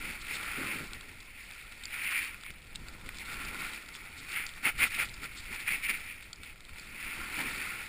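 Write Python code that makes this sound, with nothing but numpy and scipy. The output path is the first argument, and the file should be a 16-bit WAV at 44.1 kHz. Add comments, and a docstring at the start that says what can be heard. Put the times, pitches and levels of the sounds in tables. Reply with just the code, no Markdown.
"""On wet snow a board edge carves, heard by a small camera in a closed case on a pole.
Breaking snow crystals are random impulses over hiss, coloured by the resonances of the case.
The board rumbles in its bending modes, filtered noise is the wind on the case, struck resonances
are the ticks of the mount. The sound is sampled at 12 kHz and each sample is held, which
mirrors the spectrum around 12 kHz."""
import sys
import numpy as np
from scipy import signal
from scipy.io import wavfile

SR = 44100
rng = np.random.default_rng(int(sys.argv[2]) if len(sys.argv) > 2 else 0)


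def boost(x):
    """Linear amplitude factor 10**(x/20) for a level x in decibels (scalar or array-like)."""
    u = np.asarray(x, float) / 20
    return 10 ** u


def unload_audio(sound):
    """Save the sound as a 16-bit wav file, at the path given as the first command line argument."""
    columns = np.transpose(np.atleast_2d(sound))
    # keep every value between -1 and 1, then stretch to whole-number steps
    steps = np.round(np.clip(columns, -1, 1) * 32767)
    wavfile.write(sys.argv[1], SR, steps.astype(np.int16))


N = 347508  # samples
BURST_STEP = 32  # samples between computed points of a burst
REFERENCE_CRUSH_DB = -42  # crush level at which board, spray and crackle have their own set levels


def unit_rms(x):
    """Normalization: scales a signal to an effective value of one."""
    return x / np.sqrt(np.mean(x ** 2) + 1e-20)


def in_time(rows):
    """Linear interpolation of each column over the time in the first one."""
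    time_s, *columns = np.transpose(rows)
    return [np.interp(np.arange(N) / SR, time_s, column) for column in columns]


def cut(x, hz, kind, order):
    """Butterworth filtering: a maximally flat passband."""
    return signal.sosfilt(signal.butter(order, hz, kind, fs=SR, output="sos"), x)


def drift(rate_hz):
    """Low-pass random process: two equal poles smooth white noise, scaled to unit rms."""
    pole = np.exp(-2 * np.pi * rate_hz / SR)
    noise = rng.standard_normal(N + SR)
    smoothed = signal.lfilter([1], [1, -2 * pole, pole * pole], noise)
    return unit_rms(smoothed[SR:])  # without the first second, where the filter settles


def resonate(x, peaks):
    """Modal superposition: parallel two-pole resonances with alternating signs."""
    out = 0
    for k, (hz, width_hz, level_db) in enumerate(peaks):
        r = np.exp(-np.pi * width_hz / SR)
        poles = [1, -2 * r * np.cos(2 * np.pi * hz / SR), r * r]
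        zeros = [(1 - r * r) / 2, 0, (r * r - 1) / 2]
        out = out + (-1) ** k * boost(level_db) * signal.lfilter(zeros, poles, x + 1e-18)
    return out


def patchy(x, peaks, swing_db, rate_hz):
    """Modulated excitation: changing snow feeds each resonance more or less strongly."""
    out = 0
    for k, peak in enumerate(peaks):
        feed = boost(swing_db * drift(rate_hz))
        out = out + (-1) ** k * feed * resonate(x, [peak])
    return unit_rms(out)


def grains(per_s, spread_db, clump_db, clump_rate_hz, hiss_gain):
    """Shot noise: snow crystals break at random, in clumps, over a smooth hiss."""
    sizes = boost(spread_db * np.minimum(rng.exponential(1, N), 3.5)) * rng.choice([-1, 1], N)
    breaks = unit_rms(sizes * (rng.random(N) < per_s / SR))
    clumps = boost(clump_db * drift(clump_rate_hz))
    return clumps * (breaks + hiss_gain * rng.standard_normal(N))


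def full_rate(x):
    """Linear interpolation from the burst points to every sample."""
    return np.interp(np.arange(N), np.arange(0, N, BURST_STEP), x)


def swells(centre_s, peak_db, length_s):
    """Gaussian envelopes: bell-shaped bursts of power, one row each."""
    time_s = np.arange(0, N, BURST_STEP) / SR
    offset = (time_s - centre_s[:, None]) / length_s[:, None]
    return boost(2 * peak_db)[:, None] * np.exp(-(2.28 * offset) ** 2)


def with_bursts(steady_db, rows):
    """Incoherent addition: gain of a steady level with bursts added in power."""
    bursts = swells(*np.transpose(rows)).sum(axis=0)
    return np.sqrt(boost(2 * steady_db) + full_rate(bursts))


def own_hiss():
    """Amplifier noise: an even part and a part that is stronger in the lows."""
    even, dull = rng.standard_normal((2, N))
    return boost(-67.5) * even + boost(-65.0) * unit_rms(cut(dull, 740.0, "low", order=1))


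# steady wind on the case: time_s [s], level_db [dB]
WIND_LEVEL = [(0, -49.5), (.6, -51), (1.5, -55), (2.4, -54.5), (2.9, -47.5), (3.6, -49), (3.8, -55),
              (4.6, -52), (5.1, -48), (5.3, -50), (6.0, -51.5), (6.6, -55.5), (7.2, -51), (7.88, -55)]
# gusts on top of the steady wind: centre_s [s], peak_db [dB], length_s [s]
WIND_GUSTS = [(.04, -48.5, 0.09), (0.305, -52, .05), (.5, -48, .06), (.92, -49, .05), (1.01, -58, .05),
              (1.445, -53, 0.038), (2.503, -47.5, 0.036), (4.775, -42, 0.11), (5.12, -48, 0.046),
              (5.51, -50, .06), (6.42, -50, 0.054), (6.72, -49, 0.076), (7.07, -58, 0.042),
              (7.203, -45, .05), (7.5, -51, 0.12)]


def wind():
    """Turbulent pressure: low-passed noise with a fluctuating level and gusts."""
    level_db, = in_time(WIND_LEVEL)
    turbulence = boost(1.5 * drift(8.4)) * rng.standard_normal(N)
    pressure = cut(cut(turbulence, 19.0, "low", order=1), 207.0, "low", order=1)
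    return with_bursts(level_db, WIND_GUSTS) * unit_rms(cut(pressure, 6.4, "high", order=2))


# bending modes of the board: pitch_hz [Hz], width_hz [Hz], relative level_db [dB]
BOARD_MODES = [(155, 156, -3), (272, 145, 1.5), (387, 180, -3.5), (560, 200, -12.5)]
# jolts that shake the board: centre_s [s], peak_db [dB], length_s [s]
BOARD_JOLTS = [(.04, -55, 0.22), (0.325, -53.5, 0.066), (.59, -43, 0.037), (0.717, -47.5, 0.21),
               (0.815, -46, 0.04), (.96, -56.5, .04), (1.07, -59, 0.12), (2.5, -57, .03), (2.82, -61, .05),
               (3.05, -63, .06), (3.547, -54, 0.19), (3.72, -56, 0.087), (4.674, -43.5, 0.032),
               (4.832, -49.5, 0.069), (5.227, -54, .05), (5.376, -59, .05), (5.504, -52.5, 0.035),
               (5.727, -51, .05), (5.9, -54, 0.054), (6.404, -65, .05), (7.064, -51.5, .05),
               (7.2, -50, 0.059), (7.42, -51, 0.2)]


def board_rumble(crush_db, coarse_db):
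    """Forced bending vibration: pressure, coarse snow and jolts drive the board."""
    level_db = -48 + 0.71 * (crush_db - REFERENCE_CRUSH_DB) + 1.29 * coarse_db
    bending = resonate(grains(300.0, 4.1, 1.15, 14.0, 1.33), BOARD_MODES)
    return with_bursts(level_db, BOARD_JOLTS) * unit_rms(bending)


def struck(start_s, level_db, centre_hz, peaks, focus_db, rattle_gain, rattle_s):
    """Impact excitation: a contact and its uneven rattle ring the resonances.

    focus_db is the loss per octave between the contact's centre and a resonance."""
    length = 600  # samples
    decay = np.exp(-np.arange(length) / (rattle_s * SR))
    contact = rattle_gain * rng.standard_normal((len(start_s), length)) ** 3 * decay
    contact[:, 0] = 1
    at = np.round(start_s * SR).astype(int)[:, None] + np.arange(length)
    at = np.minimum(at, N - 1)
    out = 0
    for k, (hz, width_hz, peak_db) in enumerate(peaks):
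        strength_db = level_db - focus_db * np.abs(np.log2(centre_hz / hz))
        force = np.zeros(N)
        np.add.at(force, at, contact * boost(strength_db)[:, None])
        # through the case wall into its air: two resonances in a row, a ring that swells first
        wall = resonate(force, [(hz, 7.8 * width_hz, 0)])
        out = out + (-1) ** k * resonate(wall, [(hz, width_hz, peak_db)])
    return out


# ticks of the mount, levels before the gains below:
# start_s [s], bright_db [dB], bright pitch_hz [Hz], dull_db [dB]
MOUNT_TICKS = [(0.9333, -32, 3300, -37), (1.0091, -38, 3480, -39), (1.2035, -39, 3700, -55),
               (1.4157, -51, 4210, -53), (1.511, -41.5, 3660, -45), (1.6125, -42, 3840, -48),
               (1.723, -44, 3850, -45), (1.836, -34.5, 3570, -40), (1.854, -32.5, 4840, -50),
               (2.3436, -48, 3730, -37), (2.41, -44, 4660, -49), (2.435, -27, 2900, -37),
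               (2.4633, -52, 3080, -35), (2.5044, -47, 3800, -39.5), (2.511, -41.5, 5350, -57),
               (2.5247, -47, 3060, -57), (2.731, -57, 3400, -50), (2.751, -41, 4360, -38),
               (2.7572, -26, 3480, -50), (2.884, -40, 4400, -40), (3.0112, -49, 3630, -41),
               (3.0616, -40, 5000, -38.5), (3.0901, -40, 3320, -29), (3.1454, -37, 3350, -48),
               (3.157, -48, 3070, -42), (3.171, -44, 4600, -50), (3.185, -36, 3500, -44.5),
               (3.258, -37, 3500, -50), (3.2992, -47, 3800, -34), (3.342, -37, 4400, -36),
               (3.449, -38, 4500, -42), (3.545, -29.5, 3280, -31.5), (3.565, -39, 3540, -45),
               (3.7337, -38, 3730, -36), (3.861, -40, 3950, -47), (3.888, -37.5, 4800, -38),
               (3.951, -47, 3450, -35.5), (4.116, -46, 3500, -50), (4.4647, -28.5, 5140, -36.5),
               (4.4913, -35, 3410, -41), (4.5372, -39.5, 3420, -50), (4.795, -32, 3400, -30),
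               (4.9484, -27.5, 3450, -38), (5.0942, -36, 3990, -53), (5.115, -48, 3050, -50),
               (5.1402, -38, 4640, -49), (5.167, -42, 4050, -40), (5.663, -36, 3000, -43),
               (5.8401, -39, 3450, -46), (5.9988, -36.5, 3120, -52), (6.225, -48, 3120, -39),
               (6.33, -29.5, 4530, -41), (6.433, -34, 3420, -39), (6.5578, -62, 3240, -46),
               (6.577, -51, 3900, -55), (6.6055, -43.5, 3690, -49), (6.6504, -46, 3550, -48),
               (6.6923, -55, 3530, -39.5), (6.784, -43, 3530, -40), (6.796, -36.5, 4500, -48)]
# resonances of the case, main, lower and upper: pitch_hz [Hz], width_hz [Hz], relative level_db [dB]
MAIN_CASE = [(1754, 690, -7.5), (2308, 526, 5), (2775, 180, -13)]
LOWER_CASE = [(873, 214, -7.5), (1059, 71, -3.5), (1388, 139, 3)]
UPPER_CASE = [(2940, 1900, -12.5), (3550, 830, 0.5), (4550, 342, 3.5), (4806, 620, 0.5), (5525, 1020, -5)]


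def ticks():
    """Modal ringing after impact: each tick of the mount has a bright and a dull part."""
    start_s, bright_db, pitch_hz, dull_db = np.transpose(MOUNT_TICKS)
    bright = struck(start_s, bright_db + 24.5, pitch_hz, UPPER_CASE, 22.5, 0.05, 0.0022)
    dull = struck(start_s, dull_db + 27, 1740.0, LOWER_CASE + MAIN_CASE, 6.3, 0.038, 0.0017)
    return bright + dull


def snap():
    """Broadband impulse: each tick of the mount starts with a dry snap that does not ring."""
    start_s, bright_db, _, dull_db = np.transpose(MOUNT_TICKS)
    force = np.zeros(N)
    force[np.round(start_s * SR).astype(int)] = boost(np.maximum(bright_db, dull_db) - 1)
    return cut(force + 1e-18, [1500.0, 6000.0], "band", order=1)


def ice_flecks():
    """Random impacts: 260 faint flecks of ice hit the case, evenly likely at any time."""
    when, size, pitch = rng.random((260, 3)).T
    level_db = -27 - 5.3 * np.log(size + 0.035)
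    pitch_hz = 1400 * 3.8 ** pitch
    peaks = LOWER_CASE + MAIN_CASE + UPPER_CASE
    return struck(when * N / SR, level_db, pitch_hz, peaks, 43.0, 0.019, 0.0016)


def crackle(crush_db):
    """Sparse shot noise: single hard grains snap in the main and upper resonances."""
    snaps = resonate(grains(120.0, 5.6, 2.5, 7.7, 0.0), MAIN_CASE + UPPER_CASE)
    level_db = -59.5 + 0.69 * (crush_db - REFERENCE_CRUSH_DB)
    return boost(level_db) * unit_rms(snaps)


# puffs of spray blown against the case: centre_s [s], peak_db [dB], length_s [s]
SPRAY_PUFFS = [(0.217, -47, .02), (0.348, -42, 0.045), (1.207, -50, 0.0099), (2.755, -54, .02),
               (3.08, -65, 0.028), (3.18, -55, 0.057), (3.335, -52, 0.029), (3.45, -55, 0.03),
               (3.567, -59, 0.037), (3.956, -46.5, 0.025), (4.19, -50.5, 0.039), (4.33, -51, .04),
               (4.487, -53, .05), (4.7, -54, 0.025), (4.79, -44, 0.02), (4.878, -50, 0.025),
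               (5.055, -47, 0.019), (5.14, -55, 0.038), (5.387, -48.5, 0.049), (5.845, -48, 0.02),
               (6.233, -54, 0.02), (6.437, -63, 0.028), (6.805, -57, 0.036)]


def spray(crush, crush_db, coarse_db):
    """Granular excitation: fine spray grows with the crush, flickers and comes in puffs."""
    fine = 0.35 * crush + grains(760.0, 3.0, 1.5, 52.0, 2.25)
    level_db = -49.5 + 0.76 * (crush_db - REFERENCE_CRUSH_DB) + 0.34 * coarse_db
    level_db = level_db + 0.5 * drift(7.0)
    return with_bursts(level_db, SPRAY_PUFFS) * patchy(fine, UPPER_CASE, 0.94, 40.0)


# edge pressure through the turns: time_s [s], crush level_db [dB], coarseness of the snow [dB]
EDGE_PRESSURE = [(0, -57, -9), (.2, -48.5, -10), (.36, -39.5, -7), (.55, -40, -6), (.7, -37, -4),
                 (.81, -43.5, -7), (.92, -50.5, -5), (1.27, -53, -10.5), (1.45, -48, -13), (1.8, -51, -9.5),
                 (1.9, -46, -14), (1.94, -38.5, -12.5), (2.19, -32.5, -14.5), (2.27, -39, -12.5),
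                 (2.37, -54, -7), (2.61, -56.5, -9.5), (2.9, -54, -2), (3.12, -52.5, -5), (3.3, -46.5, -8),
                 (3.55, -43.5, -3), (3.62, -38, -8.5), (3.74, -42.5, -7.5), (3.86, -52, -7.5),
                 (4.0, -48, -7.5), (4.15, -51.5, -5), (4.3, -45.5, -11), (4.52, -49.5, -9.5),
                 (5.3, -49.5, -8.5), (5.5, -45, -12.5), (5.8, -45, -8.5), (6.1, -43.5, -13),
                 (6.15, -50.5, -12.5), (6.39, -58, -6.5), (6.58, -61.5, -6), (6.8, -48, -8),
                 (6.91, -49.5, -6.5), (7.0, -42, -10.5), (7.3, -41.5, -5), (7.45, -39, -5.5),
                 (7.64, -37.5, -7.5), (7.88, -45, -6.5)]
# the edge skips and bites on bumps: centre_s [s], peak_db [dB], length_s [s], coarseness [dB]
EDGE_BITES = [(.08, -40.5, 0.17, -6.5), (0.316, -38, 0.097, -13.5), (.66, -45.5, .03, -13),
              (0.712, -40, .03, -19), (0.956, -48, .03, -8), (2.478, -47.5, 0.065, -24),
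              (3.06, -55, .04, -5), (3.212, -41.5, 0.038, -9), (3.322, -45.5, .04, -9),
              (3.36, -46, 0.17, -1), (3.488, -41.5, 0.017, -7), (4.377, -37.5, 0.11, -11),
              (4.57, -52.5, .025, 3), (4.582, -50, 0.022, -5), (4.671, -26, 0.045, -8.5),
              (4.833, -24.5, 0.056, -11), (4.944, -35.5, 0.065, -13), (5.009, -28, 0.052, -11),
              (5.244, -38, 0.041, -8), (5.541, -39.5, 0.052, -9), (5.609, -41.5, 0.038, -11),
              (5.683, -32, 0.023, -14.5), (5.726, -31.5, 0.077, -14.5), (5.856, -34.5, 0.054, -20),
              (5.901, -28, 0.026, -16), (5.942, -37, 0.056, -13), (6.056, -49, .08, -15),
              (6.467, -48, 0.094, -12), (7.355, -40.5, 0.047, -10), (7.403, -37.5, .04, -3.5),
              (7.48, -37, .04, -11)]


def edge():
    """Power addition: bites add to steady pressure, power weights set the coarseness."""
    steady_db, steady_coarse_db = in_time(EDGE_PRESSURE)
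    centre_s, peak_db, length_s, bite_coarse_db = np.transpose(EDGE_BITES)
    bites = swells(centre_s, peak_db, length_s)
    steady = boost(2 * steady_db)
    power = steady + full_rate(bites.sum(axis=0))
    coarse_db = (steady * steady_coarse_db + full_rate(bite_coarse_db @ bites)) / power
    return 10 * np.log10(power), coarse_db


def carving(crush_db, coarse_db):
    """Granular fracture: crushing fills the main resonances, coarse lumps the lower, spray the upper."""
    crush = grains(1800.0, 2.74, 1.0, 28.0, 1.0)
    lumps = 0.63 * crush + grains(500.0, 2.6, 0.77, 39.0, 0.73)
    main = cut(patchy(crush, MAIN_CASE, 0.74, 4.7), [1300.0, 3100.0], "band", order=3)
    # coarseness is the level of the lumps relative to the main crush
    body = unit_rms(main) + boost(coarse_db) * patchy(lumps, LOWER_CASE, 2.0, 11.0)
    return boost(crush_db) * body + spray(crush, crush_db, coarse_db)


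def scene():
    """Superposition: the edge pressure drives snow and board, the other sources add to them."""
    crush_db, coarse_db = edge()
    background = own_hiss() + wind() + board_rumble(crush_db, coarse_db)
    impacts = ticks() + snap() + ice_flecks()
    snow = crackle(crush_db) + carving(crush_db, coarse_db)
    return (background + impacts + snow)[None]


def low_pass(x):
    """Removes everything above the highest recorded frequency."""
    return signal.sosfilt(signal.butter(12, 16510, fs=SR, output="sos"), x)


def record(dry):
    """Zero-order hold: slow samples held without smoothing leave mirror images, cut at the top."""
    hold_hz, input_cut_hz, top_hz = 12000, 5750, 14900
    slow = signal.resample_poly(cut(dry, input_cut_hz, "low", order=6), hold_hz, SR, axis=1)
    steps = np.repeat(slow, 4, axis=1)  # each sample held for four steps at 48 kHz
    held = signal.resample_poly(steps, SR, 4 * hold_hz, axis=1)[:, :N]
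    mix = signal.sosfilt(signal.ellip(10, .5, 45, top_hz, fs=SR, output="sos"), held)
    return low_pass(mix)


dry = scene()
out = record(dry)
unload_audio(out)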